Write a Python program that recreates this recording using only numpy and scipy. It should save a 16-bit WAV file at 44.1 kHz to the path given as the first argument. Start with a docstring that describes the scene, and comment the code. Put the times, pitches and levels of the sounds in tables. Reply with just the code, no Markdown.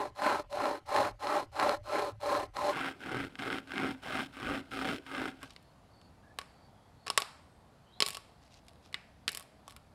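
"""A hand-pulled chain saw rasps through a fallen branch in woodland, first heard close, then from farther off:
each stroke is a run of tooth bites, jolts and tearing noise, that ring the modes of the branch.
The sawing stops; the half-cut end is bent back and its fibres crack in bursts of filtered clicks and noise
with decaying wood modes, while the bare clicks scatter among the trees. Noise-filled whistles of faint birds,
rustles and a low rumble of air, made from random spectra, lie underneath."""
import sys
import numpy as np
from scipy import signal
from scipy.fft import rfft, irfft, next_fast_len
from scipy.io import wavfile
from scipy.ndimage import uniform_filter1d

SR = 44100
rng = np.random.default_rng(int(sys.argv[2]) if len(sys.argv) > 2 else 0)


def digitize_waveform(pressure):
    """Quantize a signal to 16-bit integers and store it at the path in sys.argv[1].

    Rows of a 2-D input are taken as channels; values are limited to [-1, 1].
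    """
    field = np.atleast_2d(pressure).T
    bounded = np.clip(field, -1, 1)
    quanta = np.round(bounded * 32767).astype(np.int16)
    wavfile.write(sys.argv[1], SR, quanta)


N = 438354
CHANGE_S = 2.74  # the scene changes from the close place to the far one

# pulls on the chain: grip t/s, crest t/s, ease t/s, crest level/dB, drop at the grip level/dB,
# drop at the ease level/dB, rasp level at the crest/dB, boom level at the crest/dB
STROKES = [(-.15, -.04, 0.074, -29, 6, 15, -49, -41.5), (.184, .266, 0.4, -27.5, 15, 11, -45, -41),
           (.53, .666, 0.77, -32, 7, 12, -49.5, -42.5), (0.891, .978, 1.087, -26.5, 14, 11, -44, -41.5),
           (1.227, 1.374, 1.43, -30, 8, 15, -47, -42), (1.55, 1.626, 1.746, -28, 17, 6, -45.5, -41),
           (1.865, 1.96, 2.094, -31, 16, 10, -47.5, -42.5),
           (2.235, 2.331, 2.439, -30.5, 7, 10.5, -46.5, -42),
           (2.572, 2.703, 2.728, -30.5, 8, 10.5, -47, -41.5), (2.68, 2.861, 2.89, -38, 1.24, 2, -50, -44),
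           (3.015, 3.16, 3.245, -39.5, 10.5, 5, -52.5, -39.5),
           (3.402, 3.501, 3.567, -40.5, 3, 1.14, -51, -41.5), (3.69, 3.83, 3.91, -37, 14, 7, -51, -36),
           (4.042, 4.198, 4.234, -36.5, 10.5, 10.5, -47.5, -40.5),
           (4.345, 4.511, 4.576, -38.5, 15, 4, -50.5, -38), (4.728, 4.88, 4.95, -38.5, 6, 7, -48, -38.5),
           (5.071, 5.19, 5.28, -40, 12, 2, -51.5, -41), (5.423, 5.434, 5.44, -48.5, 8.5, 5, -60, -52.5)]


def amp(db):
    """Amplitude factor of a level in dB."""
    return 10 ** (np.asarray(db) / 20)


def evened(x):
    """Scales a sound to an rms of 1."""
    return x / np.sqrt(np.mean(x ** 2) + 1e-20)


def peaked(x):
    """Scales a sound to a peak of 1."""
    return x / abs(x).max()


def read(points, hz):
    """Reads a curve given over frequency, straight between its points on a log scale."""
    f, value = np.transpose(points)
    return np.interp(np.log(hz + 1), np.log(f + 1), value)


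def add(mix, s, sound):
    """Lays a sound into the mix from time s on."""
    part = mix[round(s * SR):][:len(sound)]
    part += sound[:len(part)]


def band(x, lo_hz, hi_hz):
    """Keeps what lies between two frequencies."""
    return signal.sosfilt(signal.butter(2, [lo_hz, hi_hz], "band", fs=SR, output="sos"), x)


def split(x, lo_hz, hi_hz):
    """Three bands whose filters add up to one, each band then brought to rms 1."""
    n = next_fast_len(len(x))
    hz, z = np.fft.rfftfreq(n, 1 / SR), rfft(x, n)
    low = 1 / (1 + (hz / lo_hz) ** 6)
    top = 1 / (1 + (hi_hz / (hz + 1)) ** 6)
    return [evened(irfft(z * gain, n)[:len(x)]) for gain in (low, 1 - low - top, top)]


def click_response(colour, bumps):
    """Causal response to a click: minimum phase for the colour with peaks and dips laid over it."""
    hz = abs(np.fft.fftfreq(8192, 1 / SR))
    db = read(colour, hz) + sum(d / (1 + (2 * (hz - f) / width) ** 2) for f, width, d in bumps)
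    log_gain = np.log(amp(np.maximum(db, -100)))
    return np.fft.ifft(np.exp(np.conj(signal.hilbert(log_gain)))).real[:4096]


def air(colour, db, patchy_db):
    """Random short-time spectra, coloured, with patches drifting over time and frequency."""
    hz = np.fft.rfftfreq(2048, 1 / SR)
    a, b, patches = rng.standard_normal((N // 512 + 5, 1025, 3)).T
    patches = uniform_filter1d(uniform_filter1d(patches, size=16, axis=0), size=8, axis=1)
    z = (a + 1j * b) * amp(read(colour, hz)[:, None] + patchy_db * evened(patches))
    return amp(db) * evened(signal.istft(z, nperseg=2048, noverlap=1536)[1][:N])


def near_air():
    """Still air at the close place, as coloured noise with strong patches."""
    # spectrum of the air: f/Hz, relative level/dB per Hz
    spectrum = [(15, 19), (45, -12), (70, 23.5), (105, 22.5), (160, 6), (600, -28), (2000, -8.5),
                (12500, -29), (13500, -60)]
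    return air(spectrum, db=-58.5, patchy_db=3.5)


def far_air():
    """Still air at the far place, as coloured noise with weak patches."""
    # spectrum of the air: f/Hz, relative level/dB per Hz
    spectrum = [(13, -50.5), (22, -31.5), (66, -2.5), (240, -9.5), (323, -14), (350, -17), (483, -16),
                (685, -12.5), (2550, -31), (4610, -31.5), (5720, -38), (11800, -41), (13500, -54)]
    return air(spectrum, db=-60.5, patchy_db=1.0)


def birds():
    """Fuzzy far whistles: narrow noise carried along a gliding tone."""
    # distant calls: t/s, length/s, start f/Hz, end f/Hz, width of the fuzz/Hz, rms level before the swell/dB
    calls = [(5.506, 0.28, 4400, 4320, 300, -80), (5.88, 0.25, 4470, 4500, 300, -73),
             (6.205, 0.14, 1620, 1750, 90, -67), (6.435, 0.3, 4530, 4580, 300, -75),
             (6.7, 0.23, 3300, 3330, 200, -81), (6.93, 0.37, 4370, 4400, 200, -74),
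             (7.343, 0.37, 8500, 8350, 80, -86.5), (7.83, 0.2, 2900, 3570, 250, -73.5),
             (7.91, 0.097, 3750, 4140, 220, -65.5)]
    out = np.zeros(N)
    for s, length, start_hz, end_hz, width, db in calls:
        t = np.arange(0, length, 1 / SR)
        r = np.exp(-np.pi * width / SR)
        fuzz = signal.lfilter([1], [1, -2 * r, r * r], rng.standard_normal((2, 30000)))
        fuzz = fuzz[:, 2000:2000 + len(t)]  # past the filter's build-up
        phase = 2 * np.pi * (start_hz * t + (end_hz - start_hz) * t ** 2 / (2 * length))
        call = fuzz[0] * np.cos(phase) + fuzz[1] * np.sin(phase)
        add(out, s, amp(db) * evened(call) * signal.windows.tukey(len(t), .6))
    return out


def trees(x):
    """Scattered echoes from trunks: a noise tail in which each band dies at its own speed."""
    # decay among the trunks: f/Hz, t60/s
    decay = [(200, 0.14), (1000, 0.69), (3000, 0.54), (8000, 0.52), (15000, 0.29)]
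    hz, t, z = signal.stft(rng.standard_normal(SR), SR, nperseg=256)
    tail = signal.istft(z * amp(-60 * t / read(decay, hz)[:, None]), SR, nperseg=256)[1]
    tail *= np.minimum(np.arange(len(tail)) / (0.0063 * SR), 1)  # 6.3 ms build-up
    return signal.fftconvolve(x, tail / np.linalg.norm(tail))[:N]


def rustles():
    """Leaves and cloth stirring: dense tiny crackles under a soft swell."""
    # stirrings: t/s, length/s, rms level before the swell/dB
    stirrings = [(5.377, 0.2, -65), (8.399, 0.1, -69.5), (8.49, 0.12, -63), (8.811, 0.1, -68),
                 (9.273, 0.17, -66), (9.645, 0.11, -68.5)]
    out = np.zeros(N)
    for s, length, db in stirrings:
        a, b = rng.standard_normal((2, 20000))[:, :round(length * SR)]
        crackle = amp(5.1 * evened(uniform_filter1d(a, size=120))) * b
        swell = signal.windows.tukey(len(a), .7)
        add(out, s, amp(db) * evened(band(crackle, 2140, 5700)) * swell)
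    return out


def lurches():
    """The propped branch lurches and thuds as strokes turn round: a soft deep wobble of a few cycles."""
    # wobbles: t/s, f/Hz, peak level/dB
    wobbles = [(.4, 42, -54), (1.068, 42, -50), (1.05, 105, -55), (1.74, 105.1, -49.5), (1.76, 42, -56),
               (2.09, 105, -49.5), (2.4, 104.8, -50.5), (2.449, 42, -53)]
    out, t = np.zeros(N), np.arange(0, .14, 1 / SR)
    for s, hz, db in wobbles:
        add(out, s, amp(db) * np.sin(2 * np.pi * hz * t) * np.hanning(len(t)))
    return out


def snap(db, middle_db, high_db, top_db):
    """A jolt amid splitting fibres rings the wood; the trees get only the bare jolt, in the same five bands."""
    # deep, middle and high modes of the bent end, one group each: f/Hz, relative level/dB, t60/s
    wood = [
        [(300, -20, 0.023), (414, -9, 0.089), (513, -14, 0.031)],
        [(790, -20, 0.017), (1122, 8.5, .06), (1290, 0.5, 0.052)],
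        [(1750, 3.5, 0.017), (2060, -4, 0.026), (2900, -6, 0.062)],
    ]
    length_s, deep_db = .0013, -22.5  # snap length; deep ring against the main burst
    t = np.arange(4000) / SR
    jolt = 1. * (np.arange(len(t)) == round(length_s / 2 * SR))
    splinters = t / length_s * np.exp(1 - t / length_s * 2) + .1 * np.exp(-t / (4 * length_s))
    splinters += .16 * np.roll(splinters, round(.0052 * SR))  # thrown back by the ground
    burst = jolt + 0.54 * splinters * rng.standard_normal(len(t))

    # main, top, deep, middle, high: neighbours in opposite phase join without a gap
    edges_hz = [(2200, 5800), (6800, 12000), (130, 600), (700, 1500), (1500, 2500)]
    gains = amp(db + np.array([0, top_db, deep_db, middle_db, high_db])) * [-1, 1, 1, -1, 1]
    rings = [0, 0]  # main and top have no modes
    for group in wood:
        ring = sum(amp(d - 60 * t / t60) * np.sin(2 * np.pi * f * t) for f, d, t60 in group)
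        rings.append(peaked(ring))
    direct = [peaked(peaked(band(burst, *e)) + ring) for e, ring in zip(edges_hz, rings)]
    bare = [peaked(band(jolt, *e)) for e in edges_hz]  # without the wood's rings
    return np.array([gains @ direct, gains @ bare])


def cracks():
    """The bent end's fibres snap, large and small; returns the direct sound and what goes to the trees."""
    # large snaps, before the microphone's colour: t/s, main peak level/dB;
    # against it: middle ring level/dB, high ring level/dB, splintery top level/dB
    large = [(5.4301, -34.5, -4, -14, -6.5), (5.5054, -41, -12, -13, -12), (5.5628, -35, -21, -12, -35),
             (6.0144, -46.5, -13.5, -17, -19), (6.387, -23.5, -7, -9, -8.5), (6.4141, -36.5, -4, -10, -26),
             (7.0647, -37, -2.5, -22, -14.5), (7.0686, -27.5, -4, -12, -17), (7.0799, -21.5, -14, -14, -22),
             (7.1009, -15.5, -9.5, -33, -12.5), (7.176, -9, -5.5, -15, -8), (7.202, -27.5, -11, -32, -2),
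             (7.22, -16.5, -17, -41, -38), (8.0036, -10.5, -18, -22, -14), (8.0225, -8, -18, -23, -32),
             (8.0279, -21, -15, -27, -18), (8.0628, -19.5, -18, -27, -6), (8.0856, -27, -9, -24, 2),
             (8.1049, -29.5, -22, -24, -1), (8.132, -38, -17, -24, 1.5), (8.1464, -33.5, -20, -16, -4),
             (8.6829, -40.5, -21, -32.5, -15), (8.86, -45.5, -12, -19, -14), (8.9273, -41, -22, -8, -12),
             (8.943, -23, -20.5, -1.5, -20.5), (9.279, -15.5, -26, -8.5, -15), (9.2904, -25, -20, -9, -6),
             (9.3182, -38.5, -10, -8, 5.5), (9.3485, -28.5, -16, -17, -1), (9.3722, -31.5, -12.5, -10, 3),
             (9.764, -40, -10, -7, -3)]
    # small fibres giving way at random, before the microphone's colour: start t/s, length/s, snaps per s,
    # central main peak level/dB
    crackle = [(5.381, .23, 19.6, -55), (8.028, .14, 90, -38.5), (8.41, .07, 38, -61),
               (8.635, .11, 49, -58), (9.297, .12, 70, -47.5), (9.664, .065, 60, -47)]
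    # peaks and one dip of the microphone's colour: f/Hz, width/Hz, level against the flat part/dB
    mic_colour = [(3200, 450, 0.5), (5300, 250, 5), (6200, 1400, -10.5), (8500, 1300, 0)]
    small_db, small_spread_db = (-13, -21.5, -5.5), 5.5  # middle, high, top; spread of all four levels
    out, rows = np.zeros((N, 2)), list(large)
    for start, length, per_s, db in crackle:
        place = rng.random(20)
        spread = small_spread_db * rng.standard_normal((20, 4))
        slots = np.arange(0, length, 1 / per_s)[:20]  # one snap falls somewhere in each slot
        for s, p, d in zip(slots, place, spread):
            rows.append((start + s + p / per_s, *(d + [db, *small_db])))
    for s, *levels in rows:
        add(out, s, snap(*levels).T)
    mic = click_response([(40, -40), (130, 0), (10000, 0), (16000, 0)], mic_colour)
    return signal.oaconvolve(out.T, mic[None])[:, :N]


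def near_branch():
    """Click response of the branch under the chain, heard close."""
    # broad colour: f/Hz, relative level/dB per Hz
    colour = [(76, -68), (130, -19), (303, -7), (522, -7.5), (589, 11), (692, -17), (765, -2.5), (1030, -8),
              (1460, -11), (1640, -9.5), (3530, -19), (4150, -22), (5850, -22.5), (10900, -26),
              (16000, -42)]
    # resonances: f/Hz, width/Hz, level above the colour/dB
    modes = [(300, 41, 6.7), (407.4, 65, 7.1), (593, 6.2, 4), (721.5, 33, 10.3), (818, 110, 8),
             (1040.5, 105, 12.9), (1319, 146, 7.3), (4160, 570, 12.7), (5160, 180, 7.1)]
    return click_response(colour, modes)


def far_branch():
    """Click response of the branch under the chain, heard from farther off."""
    # broad colour: f/Hz, relative level/dB per Hz
    colour = [(15, -56), (25, -22.5), (130, -16.5), (170, -13.5), (263, -5.5), (405, -7), (451, -10.5),
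              (775, -9.5), (1020, -11.5), (1520, -1.5), (1740, -11.5), (2990, -9), (6210, -28),
              (8830, -25.5), (16000, -40.5)]
    # resonances and dips: f/Hz, width/Hz, level against the colour/dB
    modes = [(128.7, 25, 7), (268.5, 22, 9.5), (764, 23, 11), (1032, 27, -6.5), (1610, 97, 3.5),
             (2100, 83, 7), (2900, 62, -6), (5310, 220, 8)]
    return click_response(colour, modes)


def blunt(x):
    """A tooth takes a moment to land, which rounds off the top of its jolt."""
    return signal.lfilter(*signal.butter(2, 4500, fs=SR), x)


def catches(near, far):
    """A tooth that snags jolts the branch just as a bite does, only harder."""
    # teeth that catch hard: t/s, peak level between 1.5 and 9 kHz/dB
    snags = [(0.1624, -44), (0.2425, -33), (0.5282, -32), (0.656, -25.5), (0.964, -18.5), (1.227, -37),
             (1.2705, -27), (1.5986, -19.5), (1.694, -18.5), (2.214, -41), (2.3508, -25), (2.5681, -25.5),
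             (2.6956, -26), (2.793, -28), (3.355, -32.5), (3.3934, -28), (3.4352, -30), (3.5024, -28),
             (3.528, -23), (3.5851, -27), (3.7197, -28), (3.7587, -28.5), (3.7804, -21.5), (4.1235, -28),
             (4.1733, -26), (4.4711, -29), (4.7167, -33.5), (4.8887, -23.5), (4.9124, -31), (5.0644, -38),
             (5.1498, -27.5), (5.1792, -30.5)]
    out, t = np.zeros(N), np.arange(300) / SR
    for s, db in snags:
        jolt = 0.099 * np.exp(-t / 0.0019) * rng.standard_normal(len(t)) - 2 * blunt(1. * (t == 0))
        sound = signal.fftconvolve(jolt, near if s < CHANGE_S else far)
        sound = band(sound, 1200, 15000)  # too brief to stir the low modes
        add(out, s, amp(db) * sound / abs(band(sound, 1500, 9000)).max())
    return out


def steadied(x, size):
    """Evens out the level over a stretch, as the pull sets the power that goes into the cut."""
    return x / np.sqrt(uniform_filter1d(x ** 2, size=size) + 1e-9)


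def shifting(x, patchy_db):
    """The chain works on ever new fibres, so the modes of the branch swell and fade in turn."""
    hz, _, z = signal.stft(x, SR, nperseg=1024)
    patchy_db = patchy_db / (1 + (hz[:, None] / 1800) ** 4)  # the hiss of the fibres above stays even
    patches = rng.standard_normal(z.T.shape).T
    patches = uniform_filter1d(uniform_filter1d(patches, size=4, axis=0), size=8, axis=1)
    return signal.istft(z * amp(patchy_db * evened(patches)), nperseg=1024)[1][:N]


def follow(strokes, crest_db, grip_share, ease_share, attack, release, slowing, lead, trail, rest_db):
    """Level in dB: a jerk, a quick attack up to the grip, a rounded crest, a quick release, a stop."""
    crest_curve = 1.4  # 1 is a pointed crest, more is rounder
    start_db_per_s = 2500  # the chain jerks into motion and stops as sharply
    t = np.arange(0, N + 64, 64) / SR
    grip, crest, ease, _, grip_db, ease_db = strokes[:6]
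    rise = grip_share * grip_db * np.clip((crest - t) / (crest - grip), 0, 1) ** crest_curve
    fall = ease_share * ease_db * np.clip((t - crest) / (ease - crest), 0, 1) ** crest_curve
    after = np.maximum(t - ease, 0)
    ends = attack * np.maximum(grip - t, 0) + release * after / (1 + after / slowing)
    ends += start_db_per_s * (np.maximum(grip - lead - t, 0) + np.maximum(after - trail, 0))
    level = (crest_db - rise - fall - ends).max(axis=0)
    # reverberation holds the level up between strokes
    level = np.where(t < ease.max(), np.maximum(level, rest_db), level)
    return np.interp(np.arange(N) / SR, t, np.maximum(level, -120))


def saw(strokes, layers, response, teeth_per_s, uneven, spread_db, scrape_db, grit_db):
    """Teeth bite at a rate set by the pull; each bite is a sharp jolt and a short tearing of fibres."""
    strokes = np.transpose(strokes)[:, :, None]
    columns = (3, 6, 7)  # crest levels of body, rasp and boom
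    pull_db, rasp_db, boom_db = [follow(strokes, strokes[k], *layer) for k, layer in zip(columns, layers)]
    wander, bite_size, fibres, grit_swell, grit_noise = rng.standard_normal((5, N))

    speed = amp(0.23 * (pull_db - pull_db.max()))  # 1 at the hardest pull
    rate = teeth_per_s * speed * np.exp(uneven * evened(uniform_filter1d(wander, size=300)))
    turns = np.cumsum(rate) / SR
    bites = np.diff(np.floor(turns), prepend=0) * amp(spread_db * bite_size) * speed
    tearing = signal.lfilter([1], [1, -np.exp(-1 / (0.0059 * SR))], bites) * fibres  # dies over 5.9 ms
    # chips dragged along the cut
    grit = amp(grit_db * evened(uniform_filter1d(grit_swell, size=25))) * grit_noise
    drive = evened(tearing - 9 * blunt(bites)) + amp(scrape_db) * evened(grit)
    drive = steadied(drive, size=1500)

    ringing = shifting(signal.oaconvolve(drive, response)[:N], patchy_db=3.)
    boom, body, rasp = split(ringing, 450, 2500)
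    boom, body = steadied(boom, size=3000), steadied(body, size=2000)
    return amp(pull_db) * body + amp(rasp_db) * rasp + amp(boom_db) * boom


def near_saw(branch):
    """The strokes heard close: fast bites whose body, rasp and boom follow each pull in their own way."""
    # body, rasp of tearing fibres, boom of the whole branch: share of the grip drop, share of the ease drop,
    # attack/dB per s, release/dB per s, time over which the release slows to half/s,
    # time from the chain's start to the grip/s, time from the ease to the stop/s, rest level/dB
    layers = [(1.01, 1.01, 600, 750, .08, .035, .07, -80), (0.73, 0.73, 300, 447, 0.26, 0.03, 0.028, -88),
              (1.54, 0.55, 799, 550, .15, .04, .07, -82)]
    strokes = [row for row in STROKES if row[1] < CHANGE_S]
    return saw(strokes, layers, branch, teeth_per_s=260, uneven=.35, spread_db=3., scrape_db=1.5, grit_db=3.)


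def far_saw(branch):
    """The strokes heard from farther off: slower bites with body, rasp and boom following each pull."""
    # body, rasp of tearing fibres, boom of the whole branch: share of the grip drop, share of the ease drop,
    # attack/dB per s, release/dB per s, time over which the release slows to half/s,
    # time from the chain's start to the grip/s, time from the ease to the stop/s, rest level/dB
    layers = [(1.01, 1.01, 450, 450, .15, .015, .07, -67),
              (0.65, 0.25, 180, 260, 0.15, 0.017, 0.036, -70.5),
              (1.39, 0.42, 490, 280, 0.19, 0.018, 0.068, -60.5)]
    strokes = [row for row in STROKES if row[1] > CHANGE_S]
    return saw(strokes, layers, branch, teeth_per_s=140, uneven=.3, spread_db=3.7, scrape_db=-.4, grit_db=3.)


def scene():
    """The close place gives way to the far one in an equal-power fade of 64 ms."""
    far = np.clip((np.arange(N) / SR - CHANGE_S) / 0.064 + .5, 0, 1)
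    near_response, far_response = near_branch(), far_branch()
    direct, scattered = cracks()
    near = near_air() + lurches() + near_saw(near_response)
    distant = far_air() + birds() + rustles() + far_saw(far_response)
    distant += direct + amp(-13) * trees(scattered)
    places = np.sqrt(1 - far) * near + np.sqrt(far) * distant
    return (places + catches(near_response, far_response))[None]


def record(dry):
    """The microphone channel's band limit: a steep low-pass at 15.9 kHz."""
    lowpass = signal.firwin(511, 15900, window=("kaiser", 9), fs=SR)
    return signal.oaconvolve(dry, lowpass[None], "same")


dry = scene()
out = record(dry)
digitize_waveform(out)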